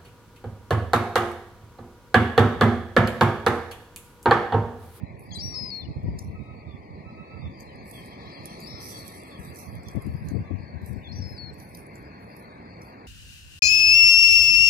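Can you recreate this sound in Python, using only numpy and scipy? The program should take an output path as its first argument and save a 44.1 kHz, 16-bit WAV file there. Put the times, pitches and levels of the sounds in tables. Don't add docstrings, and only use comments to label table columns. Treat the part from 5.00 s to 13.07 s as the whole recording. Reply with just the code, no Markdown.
import sys
import numpy as np
from scipy import signal
from scipy.fft import rfft, irfft
from scipy.io import wavfile
from scipy.ndimage import uniform_filter1d

SR = 44100
rng = np.random.default_rng(int(sys.argv[2]) if len(sys.argv) > 2 else 0)


def bounce(signal):
    frames = np.transpose(np.atleast_2d(signal))
    limited = np.clip(frames, -1, 1)
    pcm = np.round(limited * 32767).astype(np.int16)
    wavfile.write(sys.argv[1], SR, pcm)


def how_loud(loudness_db):
    steps = np.asarray(loudness_db, float) / 20
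    return 10 ** steps


N = 355887

# [t/s, left over right/dB, breath re whistle/dB, flutter depth/dB]
CRIES = [
    (.3, 8.5, -25.5, 2),
    (3.55, 8, -11, 11),
    (6.0, 5.5, -21, -2.5),
]
# [t/s, length/s, start f/Hz, end f/Hz, level/dB]
FIRST_CRY = [(0.31, 0.012, 4050, 4840, -41), (0.313, 0.026, 3430, 3215, -45),
             (0.347, 0.013, 3230, 3460, -44), (0.336, 0.016, 4780, 4980, -39),
             (0.35, 0.031, 4010, 4045, -34.5), (0.38, .018, 4050, 4030, -49),
             (0.383, 0.023, 4650, 4760, -34), (0.408, 0.011, 4460, 4560, -32),
             (.398, .027, 5000, 5500, -34), (.422, .127, 5670, 5630, -31), (.551, .158, 5140, 5020, -28.5),
             (.539, .016, 5520, 5170, -33), (.699, .014, 4890, 4430, -33), (0.708, 0.11, 4380, 4250, -30.5),
             (0.814, 0.028, 3670, 3450, -45), (0.849, 0.018, 2950, 2850, -55)]
SECOND_CRY = [
    (3.59, .025, 6600, 6750, -51),
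    (3.617, .062, 4590, 4640, -44),
    (3.665, .035, 5150, 5430, -45),
    (3.7, .229, 5400, 5110, -42.5),
    (3.942, .095, 4530, 4430, -44),
]
THIRD_CRY = [(6.022, 0.02, 2920, 2920, -60), (6.033, 0.0305, 3690, 3400, -54.5),
             (6.055, 0.035, 3430, 3440, -48), (6.086, 0.049, 4200, 4400, -47.5),
             (6.122, 0.023, 5200, 5470, -45.5), (6.152, 0.05, 5840, 5690, -46.5),
             (6.2, 0.019, 5650, 5350, -56), (6.366, 0.012, 4980, 4540, -50),
             (6.211, .162, 5270, 5100, -44.5), (6.378, 0.13, 4440, 4274, -37.5),
             (6.52, 0.02, 3800, 4000, -74)]
# [t/s, length/s, start f/Hz, end f/Hz, level/dB]
HOARSE_STRAND = [(.325, .06, 4320, 4570, -51), (.36, 0.053, 3370, 3260, -57), (.4, 0.019, 3630, 3780, -52),
                 (0.425, 0.054, 4620, 4700, -48), (.475, 0.086, 4840, 4540, -48),
                 (.53, 0.14, 4580, 4260, -42), (6.12, 0.1, 4800, 4640, -56),
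                 (6.221, 0.16, 4480, 4130, -56.5)]
# [f/Hz, level/dB]
BEAK = [(5900, -31), (6300, 28), (6900, -34.5), (7100, -40.5), (7900, 13), (8100, -15.5), (8400, -65),
        (9700, -49), (10300, -32.5), (12500, -29), (14000, -52.5)]

# [t/s, level/dB, hold/s, lower edge f/Hz]
SHIFTS = [(0.206, -62, 0.012, 9400), (0.597, -68.5, 0.034, 11000), (1.03, -79, 0.0045, 12000),
          (1.21, -65.5, 0.034, 4000), (2.604, -67, 0.017, 5900), (2.877, -59, 0.091, 7250),
          (3.035, -69.5, 0.056, 7450), (3.2, -94, 0.11, 8060), (3.457, -63.5, 0.089, 5030),
          (3.604, -62, 0.081, 6800), (3.818, -52, 0.1, 5500), (3.971, -55.5, 0.025, 5460),
          (4.063, -54.5, 0.024, 6760), (4.155, -57, 0.02, 6800), (4.274, -63.5, 0.0079, 7000),
          (4.398, -60, 0.08, 7100), (4.57, -55.5, 0.057, 5700), (4.715, -66.5, .04, 8050),
          (4.843, -70, 0.019, 5130), (4.903, -66.5, 0.054, 7200), (5.02, -69, .02, 7200),
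          (5.094, -72.5, 0.1, 9100), (5.247, -68, 0.098, 8000), (5.868, -60, 0.016, 7000),
          (6.274, -66, 0.055, 9800), (6.596, -59, 0.04, 9750), (6.698, -61.5, .01, 7900),
          (6.774, -62.5, 0.021, 8400), (6.958, -64.5, 0.027, 8600), (7.208, -71, 0.11, 9700),
          (7.368, -64, 0.023, 8330), (7.828, -64.5, 0.023, 8500)]
# [t/s, peak level/dB, left over right/dB, ring f/Hz]
KNOCKS = [(.1949, -37, -5, 10300), (1.0335, -48, -6, 13000), (1.1877, -33, -3, 5040),
          (1.1912, -28.5, 2.5, 5960), (2.607, -40, 7, 6600), (2.758, -44, -10, 10000),
          (2.8584, -44, -9, 12000), (2.8862, -46, -9, 12000), (2.9126, -30, -10, 10500),
          (3.0599, -37, -10, 10500), (3.457, -23, -6, 10600), (3.6038, -33.5, -6, 12000),
          (3.8214, -36, -9, 12100), (3.9815, -34, -1, 8360), (4.1505, -36, -3, 11000),
          (4.4486, -42, -12, 11400), (4.5497, -38, -6, 10600), (4.559, -33, 0, 8000),
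          (4.5886, -30, -8, 11800), (4.7542, -40.5, -7, 11200), (4.8339, -37, -9, 7940),
          (4.8852, -32, -1, 5800), (4.9586, -38.5, -8, 10400), (5.0226, -35, -6, 11300),
          (5.0651, -36.5, -10, 10400), (5.139, -42.5, -9, 9700), (5.166, -42, -7, 11600),
          (5.2868, -30, -7, 6400), (5.8175, -40, -12, 13400), (5.862, -35, -1, 12100),
          (6.542, -41, -6, 11700), (6.6011, -38, -7, 5700), (6.7492, -34, 2, 4600), (6.752, -32, -6, 13700),
          (6.773, -34, -7, 10400), (6.8665, -38, -7, 10100), (6.9564, -37, -0.5, 7100),
          (7.3667, -37.5, -11, 11800), (7.8184, -38, 2, 5600)]
# [f/Hz, level/dB]
GRIT = [(2500, -23), (4000, 0.5), (6000, 12.5), (6800, -7.5), (7500, 4), (8500, 4), (11000, 6),
        (13000, 2.5), (14300, -5), (15500, -50)]
# [f/Hz, level/dB]
STONE = [(2500, -11), (4500, -1), (13000, 1.5), (16000, -10)]

# [t/s, f/Hz, level/dB]
MEWS = [
    [(.505, 1082, -62), (.56, 1035, -61), (.645, 855, -59.5)],
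    [(.505, 1194, -54), (.54, 1219, -57), (.58, 1340, -64)],
    [(.635, 1036, -54), (.69, 1026, -54)],
    [(.695, 990, -60), (.745, 910, -60.5)],
    [(1.04, 900, -63), (1.07, 968, -57.5), (1.105, 910, -60)],
    [(1.33, 1266, -72), (1.355, 1287, -53), (1.38, 1263, -59), (1.48, 1273, -57), (1.58, 1268, -64),
     (1.655, 1232, -66)],
    [(1.925, 1820, -70), (2.0, 1990, -75)],
    [(2.045, 1880, -67), (2.085, 1840, -69)],
    [(2.045, 1280, -56), (2.09, 1311, -58), (2.125, 1263, -64), (2.205, 1293, -53.5), (2.255, 1285, -62.5),
     (2.355, 1322, -56.5), (2.41, 1235, -62)],
]
# [t/s, level/dB, f/Hz, length/s, third multiple/dB]
YELPS = [(1.665, -63.5, 1188, 0.09, 2.5), (2.405, -65, 1214, 0.082, 7.5), (2.54, -69, 1045, 0.066, 2),
         (2.68, -70, 1025, 0.049, 9), (2.925, -67, 1101, 0.09, 14.5), (3.105, -69.5, 1085, 0.047, 13),
         (3.2, -63.5, 1108, .09, 2), (3.345, -68, 1092, .05, 11), (3.45, -67, 1103, 0.075, 10.5),
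         (3.76, -63, 1120, 0.053, 2), (3.9, -70, 1153, 0.082, 14), (4.035, -62.5, 1122, 0.059, 3),
         (4.21, -74.5, 1130, 0.074, 10.5), (4.305, -61.5, 1132, 0.072, 5), (4.45, -70, 1165, 0.089, 0),
         (4.62, -62.5, 1135, 0.072, -9), (4.85, -64.5, 1140, 0.054, 7), (4.95, -60, 1106, 0.085, -10),
         (5.345, -66.5, 1126, .05, -3), (5.43, -59.5, 1163, 0.083, -11.5)]
YELP_MULTIPLES = [2.5, -4, -2, -15]

# [f/Hz, level/dB per Hz]
SURF = [(40, -75.5), (90, -73.5), (170, -70.5), (260, -74.5), (430, -77.5), (700, -80), (1400, -86.5),
        (2200, -85.5), (2650, -91), (3000, -108), (3350, -99), (3750, -101), (4400, -91.5), (4850, -96),
        (5250, -105), (6500, -112), (15000, -125)]
# [f/Hz, left over right/dB]
SURF_PAN = [(500, 0), (1200, -0.5), (2200, 4.5), (3000, -3), (4400, 7), (9000, 2)]
# [f/Hz, share 0-1]
SAME = [(200, 1), (450, 1), (700, 0.47), (2200, 0.58)]
# [t/s, surge/dB]
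SURGE = [(0, -0.5), (1.5, -1.5), (2.2, 0.5), (2.8, 3), (3.4, 7.5), (4.2, 4.5), (5, 1.5), (6.2, 0), (7.4, 2),
         (8.07, 0.5)]
# [t/s, dip f/Hz, dip depth/dB, dip width/Hz]
TURN = [(0, 1430, 21, 216), (1.5, 1520, 22.5, 239), (2.8, 1446, 24, 170), (3.8, 1550, 17, 119),
        (5, 1477, 5.5, 80), (6, 1257, 13.5, 120), (8.07, 1317, -2.5, 68.4)]

# [t/s, level/dB, left over right/dB]
BREEZE = [
    (0.0, -45.5, -2),
    (4.74, -61.5, -2.5),
    (5.08, -40, 3.5),
    (8.07, -75, -5.5),
]
# [t/s, level/dB, length/s]
THUMPS_LEFT = [(0.625, -35.5, 0.021), (0.853, -36, 0.029), (0.899, -36, 0.018), (0.986, -31, 0.023),
               (1.054, -23.5, 0.019), (1.084, -18.5, 0.0033), (1.137, -30.5, 0.048), (1.216, -33, 0.011),
               (1.294, -32.5, 0.037), (1.344, -32.5, 0.014), (2.472, -35, 0.03), (4.4, -30.5, 0.0063),
               (4.62, -54, 0.043), (4.76, -43, 0.066), (4.89, -45, 0.027), (4.956, -23.5, 0.0079),
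               (4.978, -20, 0.011), (5.073, -25.5, 0.029), (5.15, -24.5, 0.0021), (5.318, -24.5, 0.0076),
               (5.361, -20.5, 0.027), (5.397, -30.5, 0.031), (5.512, -21, 0.0027), (5.557, -28, 0.051),
               (5.752, -32, 0.019), (5.83, -35, 0.05), (5.921, -27.5, 0.036), (5.968, -26.5, 0.0084),
               (6.13, -33, 0.073), (6.196, -28, 0.0084), (6.221, -29.5, 0.02), (6.265, -30, 0.021),
               (6.313, -31.5, 0.0071), (6.455, -39, 0.07)]
THUMPS_RIGHT = [(0.029, -30.5, 0.01), (0.325, -43, 0.012), (0.38, -35, 0.0059), (0.449, -38.5, 0.08),
                (0.895, -28.5, 0.019), (0.967, -25, 0.0087), (1.039, -28, 0.0089), (1.09, -31, 0.023),
                (1.141, -30.5, 0.012), (1.269, -31.5, 0.032), (1.404, -32, 0.028), (1.693, -39, 0.03),
                (1.746, -32, 0.0077), (2.211, -37, 0.011), (2.409, -33.5, 0.08), (2.474, -36, 0.0073),
                (4.497, -40.5, 0.05), (4.682, -41, 0.016), (4.737, -37, 0.078), (4.772, -47, 0.0084),
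                (5.142, -37, 0.03), (5.263, -30, 0.037), (5.41, -27, 0.013), (6.191, -36, 0.034),
                (6.338, -37, 0.016), (6.521, -43, 0.023)]
# [f/Hz, level/dB]
THUMP = [(25, -70), (50, -11.5), (80, 4.5), (120, 0), (200, -5), (350, -25), (700, -44), (3000, -110)]

# [f/Hz, level/dB per Hz]
GATE = [(1000, -100), (1500, -89), (2500, -100), (3000, -99), (4500, -103), (6000, -103), (14000, -105)]

SCOOP_HZ, SETTLE_S, DROOP_HZ, DROOP_S, HELD_S = 170, 0.0042, 165, 0.0193, 0.084
TOP_HZ = 5340
FADE_DB = -7.5
FLUTTER_PER_S = 37

SLIDE_DB_PER_S, SETTLE_DB_PER_S, TRICKLE_DB_PER_S, TRICKLE_DB = 592, 176.5, 45.5, -13
THIN_DB, EDGE_HZ = -10, 300
SNAP_S, CRACK_DB, RING_DB, RATTLE_DB = 0.0016, -11, -23, -33

ROAR_SHARE, WASH_SHARE, FIZZ_SHARE, FIZZ_DB = 0.44, 0.65, 1.78, -5.5

LAG, FAR_LAG = 19, 4
HISS_DB = -81.5
MASK_TOP_DB = -69


def evened(x):
    return x / np.sqrt(np.mean(x ** 2) + 1e-20)


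def read(points, hz):
    f, value = np.transpose(points)
    return np.interp(np.log(hz + 1), np.log(f + 1), value)


def add(mix, s, sound):
    part = mix[..., max(round(s * SR), 0):][..., :sound.shape[-1]]
    part += sound[..., :part.shape[-1]]


def panned(x, db):
    return x * how_loud([db / 2, -db / 2]).reshape(2, -1)


def coloured(x, points):
    gain = how_loud(read(points, np.fft.rfftfreq(x.shape[-1], 1 / SR)))
    return irfft(rfft(x) * gain, x.shape[-1])


def drift(shape, sizes):
    x = rng.standard_normal(shape)
    for axis, size in enumerate(sizes):
        x = uniform_filter1d(uniform_filter1d(x, size, axis), size, axis)
    return evened(x)


def voice(t, hz, level_db, tones, waver, edge_s):
    turns = np.cumsum(hz * (1 + waver * drift(len(t), [120]))) / SR
    stack = sum(how_loud(tones(k, hz)) * np.sin(2 * np.pi * k * turns) for k in range(1, 5))
    ends = np.clip(np.minimum(t - t[0], t[-1] - t) / edge_s, 0, 1)
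    return np.sqrt(2) * how_loud(level_db) * stack * ends


def beach(x, t60, hz):
    size = SR // 2
    taps = rng.choice([-1., 1.], (2, size)) * (rng.random((2, size)) < .05)
    tail = signal.lfilter(*signal.butter(2, hz, fs=SR), taps)
    tail = tail * how_loud(-60 * np.arange(size) / SR / t60)
    return signal.fftconvolve(x[None], tail / np.linalg.norm(tail[0]), axes=1)[:, :N]


def young_gull():
    out = np.zeros((2, N))
    haze = np.zeros(N)
    throat = [(3300, -17.5), (3900, 13.0), (5800, 8), (6100, -19.5)]
    breath = evened(coloured(rng.standard_normal(N), throat))

    def overtones(k, f):
        if k == 1:
            return 0
        return np.where(k * f < 14500, read(BEAK, k * f) - 1.0 * (k - 2), -99)

    for row in FIRST_CRY + SECOND_CRY + THIRD_CRY + HOARSE_STRAND:
        _, pan_db, breath_db, flutter_db = [cry for cry in CRIES if cry[0] <= row[0] + .05][-1]
        t, hz, level_db = register(*row)
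        weak = np.clip((-39.5 - level_db.max()) / 12, 0, 1)
        rough_db = level_db + (0.51 + 4.3 * weak) * drift(len(t), [200])
        note = voice(t, hz, rough_db, overtones, 0.0029 + 0.0085 * weak ** 2, 0.013)
        flutter = np.sin(np.pi * FLUTTER_PER_S * t + 0.8 * np.sin(40 * t)) ** 6
        note *= how_loud(-flutter_db * np.clip((t - t[0]) / .2, .25, 1) * flutter)
        air = how_loud(level_db + breath_db) * breath[round(t[0] * SR):][:len(t)]
        note += air
        add(haze, t[0], how_loud(13) * air)
        add(out, t[0], note * how_loud([[0], [-pan_db]]))
    out[1] = coloured(out[1], [(6000, -3.5), (9000, 11)])
    return out + panned(how_loud(-20.5) * beach(out[0] + haze, 0.57, 6900), 3.0)


def register(start, length, from_hz, to_hz, level_db):
    t = np.arange(start - .005, start + length + .004, 1 / SR)
    u = np.clip((t - start) / length, 0, 1)
    held = np.clip(length / HELD_S - .5, 0, 1)
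    scoop = np.sign(TOP_HZ - from_hz) * SCOOP_HZ * np.exp(-u * length / SETTLE_S)
    droop = DROOP_HZ * np.exp(-(1 - u) * length / DROOP_S)
    hz = from_hz + (to_hz - from_hz) * u + held * (scoop - droop)
    return t, hz, level_db + FADE_DB * held * u


def shingle():
    grains = how_loud(4.5 * np.minimum(rng.exponential(1, (2, N)), 5)) * (rng.random((2, N)) < 1500 / SR)
    grit = evened(grains * rng.standard_normal((2, N))) + 1.6 * rng.standard_normal((2, N))
    slips_db = 1.4 * drift(N, [180])
    grit = panned(evened(grit) * how_loud(0.5 + slips_db), -7.5)
    hz, t, z = signal.stft(grit, SR, nperseg=256)
    stones_db = 2.0 * drift(z.shape[1:], [4, 30])
    z = z * shifts(t, hz) * how_loud(read(GRIT, hz)[:, None] + 3.0 + stones_db)
    crunch = signal.istft(z, SR, nperseg=256)[1][:, :N]

    knocks = np.zeros((2, N))
    chips = rng.standard_normal((len(KNOCKS), 4000))
    for (s, peak_db, pan_db, ring_hz), chip in zip(KNOCKS, chips):
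        add(knocks, s, how_loud([[peak_db + pan_db + 1.0], [peak_db + 1.0]]) * knock(ring_hz, chip))
    return coloured(knocks, STONE) + crunch


def shifts(t, hz):
    power = 0
    for s, level_db, hold, low_hz in SHIFTS:
        after = np.maximum(t - s - hold, 0)
        fall = how_loud(-2 * SETTLE_DB_PER_S * after) + how_loud(2 * (TRICKLE_DB - TRICKLE_DB_PER_S * after))
        rise = how_loud(2 * (level_db - SLIDE_DB_PER_S * np.clip(s - t, 0, 1)))
        colour = how_loud(THIN_DB * (1 - np.tanh((hz - low_hz) / EDGE_HZ)))
        power = power + np.outer(colour, rise * fall)
    return np.sqrt(power)


def knock(hz, chip):
    u = np.arange(len(chip)) / SR
    snap = np.cos(2 * np.pi * hz * u) * how_loud(-60 * u / SNAP_S) + (u == 0)
    crack = how_loud(CRACK_DB - 60 * u / 0.012) * chip
    ring = evened(signal.lfilter(*signal.iirpeak(hz, 14, SR), chip))
    tail = (how_loud(RING_DB) * ring + how_loud(RATTLE_DB) * chip) * how_loud(-60 * u / 0.09)
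    return snap + crack + tail


def far_gulls():
    out = np.zeros(N)
    mew = lambda k, f: [-.8, -4, -16, -36][k - 1]
    for rows in MEWS:
        s, hz, level_db = np.transpose(rows)
        t = np.arange(s[0], s[-1], 1 / SR)
        rough_db = np.interp(t, s, level_db) + 1.6 * drift(len(t), [600])
        add(out, s[0], voice(t, np.interp(t, s, hz), rough_db, mew, .006, 0.03))
    for s, level_db, hz, length, third_db in YELPS:
        yelp = lambda k, f: YELP_MULTIPLES[k - 1] + third_db * (k == 3)
        t = np.arange(0, length, 1 / SR)
        falling_hz = hz * (1.03 - .11 * (t / length) ** 1.5)
        add(out, s, voice(t, falling_hz, level_db + .5, yelp, .012, .015))
    return panned(out, .8) + how_loud(-7) * beach(out, 0.35, 4000)


def sea():
    hz, t, z = signal.stft(rng.standard_normal((2, N)), SR, nperseg=1024, noverlap=768)
    hz = hz[:, None]
    surge_db = np.interp(t, *np.transpose(SURGE))
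    roar_db, wash_db = ROAR_SHARE * surge_db, WASH_SHARE * surge_db
    fizz_db = FIZZ_SHARE * surge_db + FIZZ_DB
    swell_db = np.where(hz < 1400, roar_db, np.where(hz < 2900, wash_db, fizz_db))
    s, *columns = np.transpose(TURN)
    dip_hz, depth_db, width_hz = (np.interp(t, s, c) for c in columns)
    dip_db = depth_db * 0.97 * np.exp(-((hz - dip_hz) / width_hz) ** 2)
    patches_db = np.interp(hz, [500, 2500, 3200], [.8, 1.2, 4.0]) * drift(z.shape[1:], [6, 10])

    same, pan_db = np.clip(read(SAME, hz), 0, 1), read(SURF_PAN, hz)
    right = same * z[0] + np.sqrt(1 - same ** 2) * z[1]
    z = np.array([z[0] * how_loud(pan_db / 2), right * how_loud(-pan_db / 2)])
    z = z * how_loud(read(SURF, hz) + 10 * np.log10(SR / 2) + swell_db - dip_db + patches_db)
    return signal.istft(z, SR, nperseg=1024, noverlap=768)[1][:, :N]


def wind():
    low = evened(coloured(rng.standard_normal((2, N)), THUMP))
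    flap = [(100, -33), (250, 12.5), (400, 4.0), (800, -12.0), (3000, -100)]
    high = evened(coloured(rng.standard_normal((2, N)), flap))
    s, level_db, pan_db = np.transpose(BREEZE)
    t = np.arange(N) / SR
    lumps_db = 5.3 * np.array([drift(N, [900]), drift(N, [900])])
    out = panned(low * how_loud(np.interp(t, s, level_db) + lumps_db), 3.3 * np.interp(t, s, pan_db))
    for port, thumps in enumerate([THUMPS_LEFT, THUMPS_RIGHT]):
        for s, level_db, length in thumps:
            shape = np.hanning(round((2.66 * length + 0.012) * SR))
            start = max(round(s * SR) - len(shape) // 2, 0)
            span = slice(start, start + len(shape))
            air = low[port, span] + how_loud(-20.5 + 0.75 * (level_db + 35.5)) * high[port, span]
            air = air / np.sqrt(np.mean((air * shape) ** 2) / np.mean(shape ** 2))
            add(out[port], start / SR, how_loud(level_db) * shape * air)
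    return out


def scene():
    near, far = young_gull() + sea() + shingle(), far_gulls()
    left = np.roll(near[0], LAG) + np.roll(far[0], FAR_LAG)
    return np.array([left, near[1] + far[1]]) + wind()


def bands(hz):
    place = np.cumsum(hz[1] / np.clip(hz / 32, 90, 300)).astype(int)
    return (place == np.arange(place[-1] + 1)[:, None]).astype(float)


def banded(z, pick, size):
    power = pick / pick.sum(1)[:, None] @ uniform_filter1d(abs(z) ** 2, size, 2)
    return 10 * np.log10(abs(power) * 1024 / (1.5 * SR) * 2 + 1e-16)


def shut(z, pick, margin_db, depth_db):
    return z * (pick.T @ how_loud(-depth_db * np.clip(.5 - margin_db / 2, 0, 1)))


def masking(band_db, centre_hz):
    octaves = np.log2(centre_hz[:, None] / centre_hz)
    slope_db = np.where(octaves > 0, -20 * octaves - 45 * octaves ** 2, 75 * octaves)
    power = how_loud(2 * slope_db) @ how_loud(2 * np.minimum(band_db, MASK_TOP_DB))
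    return 10 * np.log10(power) - np.interp(centre_hz, [2400, 2900], [19, 14.5])[:, None]


def roll_off(x):
    return signal.sosfilt(signal.butter(12, 15480, fs=SR, output="sos"), x)


def record(dry):
    x = signal.sosfilt(signal.butter(4, 54, "high", fs=SR, output="sos"), dry)
    hz, _, z = signal.stft(x, SR, nperseg=1024, noverlap=768)
    pick = bands(hz)
    centre_hz = pick @ hz / pick.sum(1)

    unsure_db = np.maximum(18.0 * drift((len(pick), z.shape[2]), [1, 7]), -13)
    depth_db = np.interp(centre_hz, [2000, 4000], [15, 22])[:, None]
    over_db = banded(z, pick, size=10) - read(GATE, centre_hz)[:, None]
    doubt = np.clip((13 - over_db) / 7, 0, 1)
    z = shut(z, pick, over_db + doubt * unsure_db, depth_db)

    hiss = coloured(rng.standard_normal((2, N)), [(3500, 15.5), (8000, 2.0), (13000, -3.5)])
    z = z + signal.stft(how_loud(HISS_DB) * hiss, SR, nperseg=1024, noverlap=768)[2]

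    doubt = doubt * np.clip((over_db + 9) / 7, .12, 1)
    band_db = banded(z, pick, size=6)
    margin_db = band_db + .9 * doubt * unsure_db[::-1] - masking(band_db, centre_hz)
    z = shut(z, pick, margin_db, 35)
    z = z * how_loud(np.interp(hz, [14400, 14600], [0, -28]))[:, None]
    return roll_off(signal.istft(z, SR, nperseg=1024, noverlap=768)[1][:, :N])


dry = scene()
out = record(dry)
bounce(out)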